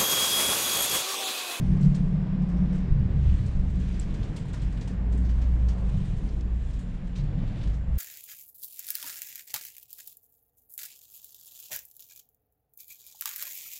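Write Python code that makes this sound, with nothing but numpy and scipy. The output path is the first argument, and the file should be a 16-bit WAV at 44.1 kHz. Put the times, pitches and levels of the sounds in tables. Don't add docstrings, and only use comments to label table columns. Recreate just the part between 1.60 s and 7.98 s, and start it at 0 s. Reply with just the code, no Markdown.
import sys
import numpy as np
from scipy import signal
from scipy.io import wavfile
from scipy.ndimage import uniform_filter1d

SR = 44100
rng = np.random.default_rng(int(sys.argv[2]) if len(sys.argv) > 2 else 0)


def log_audio(samples):
    frames = np.atleast_2d(samples).T
    limited = np.clip(frames, -1, 1)
    pcm = np.round(limited * 32767).astype(np.int16)
    wavfile.write(sys.argv[1], SR, pcm)


N = 281358

# (time [s], sway level [dB], floor shake level [dB], lower boom level [dB],
# upper boom level [dB], lower boom pitch [Hz])
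JOLTS = [(0.071, -21, -24.5, -24, -33, 151), (.14, -36, -30, -39, -19.5, 150),
         (0.219, -33, -50, -11.5, -25, 146), (.39, -23, -45, -26.5, -23.5, 146),
         (.51, -47, -40, -23, -23, 148), (.7, -24, -47, -40, -25, 150), (.79, -36, -37, -25.5, -23.5, 150),
         (.99, -29, -38, -21.5, -20.5, 146), (1.14, -32, -44, -36, -28, 146),
         (1.29, -17.5, -30, -18.5, -48, 144), (1.4, -27.5, -40, -39, -28, 140.7),
         (1.539, -31, -27, -20.5, -43, 141), (1.66, -15.5, -29, -42, -30, 145.6),
         (1.79, -33, -24, -36, -47, 142), (1.94, -21, -44, -30.5, -33.5, 137),
         (2.14, -24, -39, -48, -29, 141), (2.58, -40, -27.5, -35, -45.5, 146),
         (3.01, -31, -30, -33, -33, 139), (3.3, -39, -30.5, -47, -29.5, 140),
         (3.52, -39, -49, -47, -35, 147), (4.33, -23, -23.5, -24, -27.5, 137),
         (4.48, -25, -28.5, -35, -29, 137), (5.57, -36, -32, -25.5, -34, 144),
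         (5.729, -28, -43, -28, -35, 145), (6.27, -23.5, -47, -36, -36.5, 142)]


def amp(db):
    return 10 ** (np.asarray(db) / 20)


def rms_one(x):
    return x / np.sqrt(np.mean(x ** 2) + 1e-20)


def in_time(rows):
    s, *columns = np.transpose(rows)
    return [np.interp(np.arange(N) / SR, s, column) for column in columns]


def drift(rate_hz):
    step = 40
    pole = np.exp(-2 * np.pi * rate_hz * step / SR)
    noise = rng.standard_normal(N // step + 2002)
    slow = signal.lfilter([1], [1, -2 * pole, pole * pole], noise)[2000:]
    return np.interp(np.arange(N) / step, np.arange(len(slow)), rms_one(slow))


def band(low_hz, high_hz, order=2):
    sos = signal.butter(order, [low_hz, high_hz], "band", fs=SR, output="sos")
    return rms_one(signal.sosfilt(sos, rng.standard_normal(N + SR))[SR:])


def evened(x, window_s, share):
    swell = uniform_filter1d(x ** 2, int(window_s * SR)) + 1e-3
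    return rms_one(x / swell ** (np.clip(share, 0, 1) / 2))


def coloured(spectrum, patchy_db):
    hz, level_db = np.transpose(spectrum)
    edges = hz[0] * 2 ** np.arange(0, np.log2(hz[-1] / hz[0]), 1 / 5)
    out = np.zeros(N)
    for low, high in zip(edges, edges[1:]):
        centre_log_hz = np.log(low * high) / 2
        per_hz_db = np.interp(centre_log_hz, np.log(hz), level_db)
        gain = amp(per_hz_db + patchy_db * drift(4.0)) * np.sqrt(high - low)
        out += gain * band(low, high, order=3)
    return rms_one(out)


def sleepers():
    # (time [s], pitch [Hz], level [dB])
    sleeper_tone = [(0, 44.4, -30.5), (.4, 48, -36), (.7, 44.39, -44), (.97, 51.35, -25),
                    (1.2, 59.67, -41.5), (1.3, 66.04, -32.5), (1.62, 64.7, -23.5), (1.7, 65.3, -19.5),
                    (1.84, 67.1, -38.5), (1.95, 65.5, -27), (2.38, 61.25, -30), (2.55, 48.72, -35),
                    (2.9, 51.02, -40.5), (3.06, 50.53, -24.5), (3.2, 50.6, -37.5), (3.58, 58.54, -20.5),
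                    (3.8, 59.47, -24), (4.1, 58.7, -20), (4.17, 57.3, -30.5), (4.25, 52.67, -22.5),
                    (4.45, 53.74, -43), (4.7, 55.17, -32.5), (4.93, 58.87, -25.5), (5.1, 60.8, -32.5),
                    (5.22, 45.64, -34.5), (5.95, 48.38, -41), (6.1, 51.93, -25), (6.25, 61.2, -33.5),
                    (6.38, 61.7, -24.5)]
    hz, level_db = in_time(sleeper_tone)
    phase = 2 * np.pi * np.cumsum(hz + 0.75 * drift(5.7)) / SR
    return np.sqrt(2) * amp(level_db + 0.92 * drift(7.0)) * np.sin(phase)


def jolted(steady_db, column):
    rise_s, t60_s, unrest_db = 0.024, 0.42, 1.2
    t = np.arange(N) / SR
    power = amp(steady_db + unrest_db * drift(3.4)) ** 2
    for jolt in JOLTS:
        after = np.maximum(t - jolt[0], 0)
        rise = 1 - np.exp(-after / rise_s)
        decay = amp(jolt[column] - 60 * (after - rise_s) / t60_s)
        power = power + (decay * rise) ** 2
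    return np.sqrt(power)


def boom(hz, low_hz, high_hz):
    phase = 2 * np.pi * np.cumsum(hz + 2.1 * drift(6.0)) / SR
    tone = np.sqrt(2) * amp(1.4 * drift(23.0)) * np.sin(phase)
    halo = evened(band(low_hz, high_hz, order=4), .12, .4)
    return .88 * tone + .47 * halo


def car_body():
    # (time [s], sway level [dB], floor shake level [dB],
    # lower boom level [dB], upper boom level [dB])
    track = [(0, -32.5, -27.5, -32, -29), (.3, -27, -43, -31.5, -26.5), (.6, -38, -36, -32.5, -32),
             (1.15, -32, -43.5, -44.5, -30.5), (1.35, -29.5, -28, -40.5, -41), (1.9, -38, -34, -44, -39.5),
             (2.5, -29.5, -40, -39.5, -42), (2.9, -42.5, -37, -38.5, -42), (3.3, -38.5, -38.5, -48, -43.5),
             (3.85, -30, -37, -45, -44), (4.2, -37, -32.5, -45, -39), (4.6, -34.5, -43, -40.5, -47),
             (4.85, -32.5, -37, -50.5, -46.5), (5.5, -32.5, -42.5, -48, -41),
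             (5.8, -30.5, -32, -37.5, -42.5), (6.38, -35, -38, -49, -47)]
    # (time [s], pitch [Hz])
    upper_boom_pitch = [(0, 189.5), (.3, 184), (.52, 177.8), (.62, 185), (.98, 178), (1.2, 185.5),
                        (2.5, 183.1), (6.38, 180.9)]
    sway_db, shake_db, lower_db, upper_db = in_time(track)
    lower_hz, = in_time([(jolt[0], jolt[-1]) for jolt in JOLTS])
    upper_hz, = in_time(upper_boom_pitch)
    out = jolted(sway_db, column=1) * evened(band(19, 44.2, order=3), .1, .5)
    out += jolted(shake_db, column=2) * evened(band(76, 128, order=3), .06, .8)
    out += jolted(lower_db, column=3) * boom(lower_hz, 136.4, 167.5)
    return out + jolted(upper_db, column=4) * boom(upper_hz, 165, 203)


def rolling_roar():
    # (time [s], deep level [dB], middle level [dB], upper level [dB])
    roar_levels = [(0, -31, -49.5, -59), (.3, -36, -51.5, -59.5), (.9, -35.5, -51, -59),
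                   (1.3, -34, -52.5, -58.5), (1.6, -35, -51.5, -59), (1.9, -38, -56, -63),
                   (2.3, -37.5, -55, -62), (2.6, -35.5, -52.5, -57.5), (2.9, -38, -54.5, -61.5),
                   (3.3, -38.5, -53.5, -59), (3.6, -36, -53, -60), (4.05, -39.5, -52, -61),
                   (4.15, -40.5, -49, -61.5), (4.27, -42.5, -51.5, -62), (4.45, -40, -53, -63),
                   (4.65, -36.5, -54, -63), (4.9, -42.5, -57, -64), (5.24, -41.5, -58.5, -63),
                   (5.5, -43.5, -56, -63.5), (5.8, -37, -53.5, -62), (6.38, -46.5, -56, -62)]
    # (frequency [Hz], relative level per Hz [dB])
    deep_spectrum = [(40, 3), (120, -9.5), (195, -4), (215, -8.5), (280, -11.5), (350, -18), (430, -19),
                     (520, -30.5), (700, -52)]
    middle_spectrum = [(350, -5.5), (500, 3.5), (700, 0), (870, -4), (1080, -4.5), (1370, -13),
                       (1700, -19.5)]
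    upper_spectrum = [(1100, -15), (1370, -13), (1610, -6), (2520, -13.5), (3500, -24.5), (5300, -28.5),
                      (6500, -40), (9500, -53.5)]
    deep_db, middle_db, upper_db = in_time(roar_levels)
    surge_db = .6 * drift(8.0)
    roar = amp(deep_db + surge_db) * coloured(deep_spectrum, patchy_db=1.83)
    roar += amp(upper_db + surge_db) * coloured(upper_spectrum, patchy_db=0.5)
    roar += amp(middle_db + surge_db + .8 * drift(6.1)) * coloured(middle_spectrum, patchy_db=0.6)
    return roar + amp(deep_db - 17.0) * band(238, 260)


def crackle_gain():
    snaps_per_s, mean_snap_db, t60_s = 30, -1, 0.035
    snaps = (rng.random(N) < snaps_per_s / SR) * rng.exponential(1, N) * amp(mean_snap_db) ** 2
    keep_per_sample = amp(-120 / (t60_s * SR))
    return np.sqrt(1 + signal.lfilter([1], [1, -keep_per_sample], snaps))


def rustle():
    # (time [s], dull level [dB], bright level [dB])
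    rustle_levels = [(0, -62, -69.5), (.28, -60, -72.5), (.5, -68, -76.5), (.8, -67.5, -86.5),
                     (.9, -66, -75.5), (1.15, -61.5, -77.5), (1.3, -63, -80.5), (1.5, -65, -77.5),
                     (1.62, -62.5, -71), (1.7, -55.5, -68.5), (1.76, -58, -66), (1.95, -60.5, -72),
                     (2.1, -64, -74), (2.25, -59, -69.5), (2.4, -58.5, -70), (2.7, -64, -72.5),
                     (3.0, -59.5, -74), (3.28, -67, -72), (3.36, -73, -87), (3.49, -75, -78),
                     (3.53, -69, -72), (3.7, -63, -73.5), (4.12, -64.5, -73.5), (4.4, -59.5, -70.5),
                     (4.57, -62, -67), (4.72, -64, -70.5), (4.87, -69, -79.5), (5.1, -63.5, -71.5),
                     (5.4, -68.5, -79), (5.72, -66.5, -84), (5.83, -64, -80), (6.0, -60, -73),
                     (6.15, -65, -74), (6.25, -78, -84), (6.38, -66, -76)]
    # (frequency [Hz], relative level per Hz [dB])
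    dull_spectrum = [(900, -3.5), (1800, 1.5), (3000, -0.5), (4500, -7), (6100, -11), (8000, -37.5)]
    bright_spectrum = [(5000, -11), (6500, -2.5), (8200, -6), (9000, -11.5), (10300, -15.5), (11000, -24),
                       (12800, -29), (15000, -50)]
    # (time [s], level [dB])
    air_rush = [(0, -68.5), (1.4, -70.5), (1.7, -62), (1.95, -70), (2.6, -66), (3.28, -69.5), (3.4, -72),
                (4.25, -69.5), (4.45, -66), (4.7, -67), (4.85, -70.5), (5.2, -70), (5.6, -68.5),
                (5.85, -66.5), (6.05, -63), (6.2, -76), (6.38, -71)]
    dull_db, bright_db = in_time(rustle_levels)
    rush_db, = in_time(air_rush)
    crinkle_db = 1.0 * drift(28.0) + 0.75 * drift(3.7)
    out = amp(dull_db + crinkle_db) * coloured(dull_spectrum, patchy_db=1.2)
    out += amp(bright_db + crinkle_db) * coloured(bright_spectrum, patchy_db=1.4)
    out += amp(rush_db) * band(2400, 3970)
    return crackle_gain() * out


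def whines():
    # (centre [Hz], width [Hz])
    whine_bands = [(4956, 12), (5400, 80), (7041, 10), (7300, 400), (7500, 14), (9388, 10), (9765, 8)]
    # (early level [dB], midway level [dB], late level [dB])
    whine_levels = [(-80, -90, -96), (-81, -95, -94), (-90, -87, -85), (-82, -84, -82), (-96, -88, -88),
                    (-99, -94, -93), (-101, -92, -91)]
    t, out = np.arange(N) / SR, np.zeros(N)
    for (hz, width_hz), levels_db in zip(whine_bands, whine_levels):
        level_db = np.interp(t, [.8, 3.0, 5.4], levels_db)
        noise = evened(band(hz - width_hz / 2, hz + width_hz / 2, order=1), 0.055, .7)
        out += amp(level_db) * noise
    return out


def clicks():
    # (time [s], knock part [dB], dull part [dB], crisp part [dB],
    # bright part [dB])
    click_levels = [(.21, -61, -58, -58, -57), (.228, -58, -53, -54.5, -56), (.25, -56, -59, -59, -60),
                    (0.347, -52, -46.5, -48, -53), (.364, -52, -52, -63, -65),
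                    (.82, -63.5, -65.5, -65.5, -69), (.8902, -52, -59, -61, -65.5),
                    (.972, -64, -63, -61, -68), (1.128, -62, -67, -59, -62), (1.152, -61, -66, -60, -60.5),
                    (1.18, -66, -64, -62, -64), (1.8614, -57, -57, -55.5, -56.5),
                    (1.9115, -64, -65, -65, -68), (2.1, -59, -66, -66, -62), (2.195, -64, -68, -60, -61),
                    (2.322, -62, -62, -61, -65), (2.3421, -59, -52, -57, -62), (2.397, -60, -56, -50, -50),
                    (2.425, -60, -58, -57, -69), (2.5421, -51, -52, -54.5, -59),
                    (2.63, -54, -47.5, -51.5, -60), (2.764, -55, -43, -49, -48),
                    (2.778, -62, -62, -63, -63), (2.855, -57, -60, -64, -59.5),
                    (2.8833, -62, -56, -65, -59), (2.933, -47, -47.5, -56, -51),
                    (2.943, -46.5, -52, -51, -56), (3.018, -56, -50, -56, -57),
                    (3.1245, -54, -61, -58, -60), (3.1723, -62, -52, -63, -61),
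                    (3.2124, -60, -47, -49, -56), (3.2757, -58, -49, -50, -52.5),
                    (3.524, -62, -54, -59, -54.5), (3.5748, -58, -65, -62, -57),
                    (3.6486, -69, -58, -52, -65), (3.6918, -53, -52, -58, -59),
                    (3.817, -56, -50, -53, -61.5), (4.086, -52, -48.5, -47, -54),
                    (4.18, -61, -62, -64, -64), (4.2922, -54, -56, -65, -62), (4.3697, -65, -62, -64, -59),
                    (4.4481, -58, -55, -64, -55), (4.6882, -65, -66, -57, -70),
                    (5.0202, -69, -67, -73, -68), (5.1336, -62, -59, -57, -59),
                    (5.1924, -59, -55, -60, -53.5), (5.3407, -52, -64, -68, -69),
                    (5.4719, -51.5, -61, -66, -64), (5.5541, -62, -52, -59, -68),
                    (5.5609, -62, -50, -52.5, -59), (5.573, -55, -53, -56, -62),
                    (5.5827, -56, -51, -57, -63), (5.636, -55, -56, -67, -67), (5.789, -60, -56, -66, -72),
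                    (5.8751, -54, -53, -63, -67), (5.9696, -54.5, -54, -64, -65),
                    (6.0135, -58, -50, -65, -66), (6.0328, -60, -50, -57, -60), (6.072, -52, -53, -58, -64),
                    (6.132, -56, -58, -61, -69), (6.141, -58, -58, -58, -63)]
    # (low edge [Hz], high edge [Hz])
    click_bands = [(800, 1900), (1800, 4220), (4000, 6500), (6500, 8670)]
    crack_t60_s, cabin_t60_s, rise_s = 0.063, 0.25, 0.0023
    out, after = np.zeros(N), np.arange(SR // 3) / SR
    crack = amp(-60 * after / crack_t60_s)
    tail = amp(-3 - 60 * after / cabin_t60_s)
    shape = (1 - np.exp(-after / rise_s)) ** 2 * (crack + tail) / 2
    for k, (low_hz, high_hz) in enumerate(click_bands):
        power = np.zeros(N + len(after))
        for s, *level_db in click_levels:
            start = round((s - .003) * SR)
            power[start:][:len(after)] += (shape * amp(level_db[k])) ** 2
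        envelope = np.sqrt(power[:N])
        rattle = amp(1.7 * drift(55.0))
        out += envelope * rattle * band(low_hz, high_hz, order=3)
    edge = amp(-14) * band(8700, 10100, order=3) + amp(-20) * band(10000, 13500)
    return out + envelope * edge


def knocks():
    # (time [s], level ahead of the soft rise [dB], pitch [Hz])
    panel_knocks = [(.348, -42, 1090), (2.766, -45, 960), (2.856, -39, 940), (2.944, -39, 990),
                    (3.277, -40, 908), (4.186, -40, 539.3), (4.228, -40, 540)]
    rise_s, t60_s = 0.0015, .028
    out, after = np.zeros(N), np.arange(SR // 10) / SR
    for s, level_db, hz in panel_knocks:
        swing = (1 - np.exp(-after / rise_s)) * amp(level_db - 60 * after / t60_s)
        start = round((s - .002) * SR)
        out[start:][:len(after)] += swing * np.sin(2 * np.pi * hz * after)
    return out


def click_attacks():
    # (time [s], level ahead of the rise [dB], low edge [Hz], high edge [Hz])
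    attacks = [(.349, -50, 3500, 7000), (.357, -52, 1200, 3500), (2.765, -46, 1800, 9500),
               (2.944, -49, 900, 8500), (3.216, -52, 3000, 6500), (4.087, -53, 4500, 9000),
               (4.8075, -46.5, 1102, 6800), (5.5609, -45, 2600, 4274)]
    rise_s, t60_s = .0012, .028
    out, after = np.zeros(N), np.arange(SR // 30) / SR
    for s, level_db, low_hz, high_hz in attacks:
        burst = amp(level_db - 60 * after / t60_s) * (1 - np.exp(-after / rise_s))
        noise = band(low_hz, high_hz, order=4)[:len(after)]
        out[round(s * SR):][:len(after)] += burst * noise
    return out


def pings():
    # (time [s], peak level [dB], pitch [Hz])
    hard_pings = [(2.157, -57, 7910), (2.397, -29.5, 7700), (3.5762, -52, 8240), (3.757, -58, 7860),
                  (5.1924, -55, 7740)]
    out, from_peak = np.zeros(N), np.arange(SR // 100) / SR - .003
    for s, peak_db, hz in hard_pings:
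        width_s = np.where(from_peak < 0, .0009, .0005)
        swell = np.exp(-(from_peak / width_s) ** 2)
        start = round((s - .0014) * SR)
        out[start:][:len(from_peak)] += amp(peak_db) * swell * np.sin(2 * np.pi * hz * from_peak)
    return out


def scene():
    train = sleepers() + car_body() + rolling_roar() + whines()
    cabin = rustle() + clicks() + knocks() + click_attacks() + pings()
    return (train + cabin)[None]


def record(dry):
    cutoff_hz = 14700
    hiss = amp(-103) * rng.standard_normal(dry.shape)
    top_cut = signal.cheby2(12, 40, cutoff_hz, fs=SR, output="sos")
    return signal.sosfilt(top_cut, dry + hiss)


dry = scene()
out = record(dry)
log_audio(out)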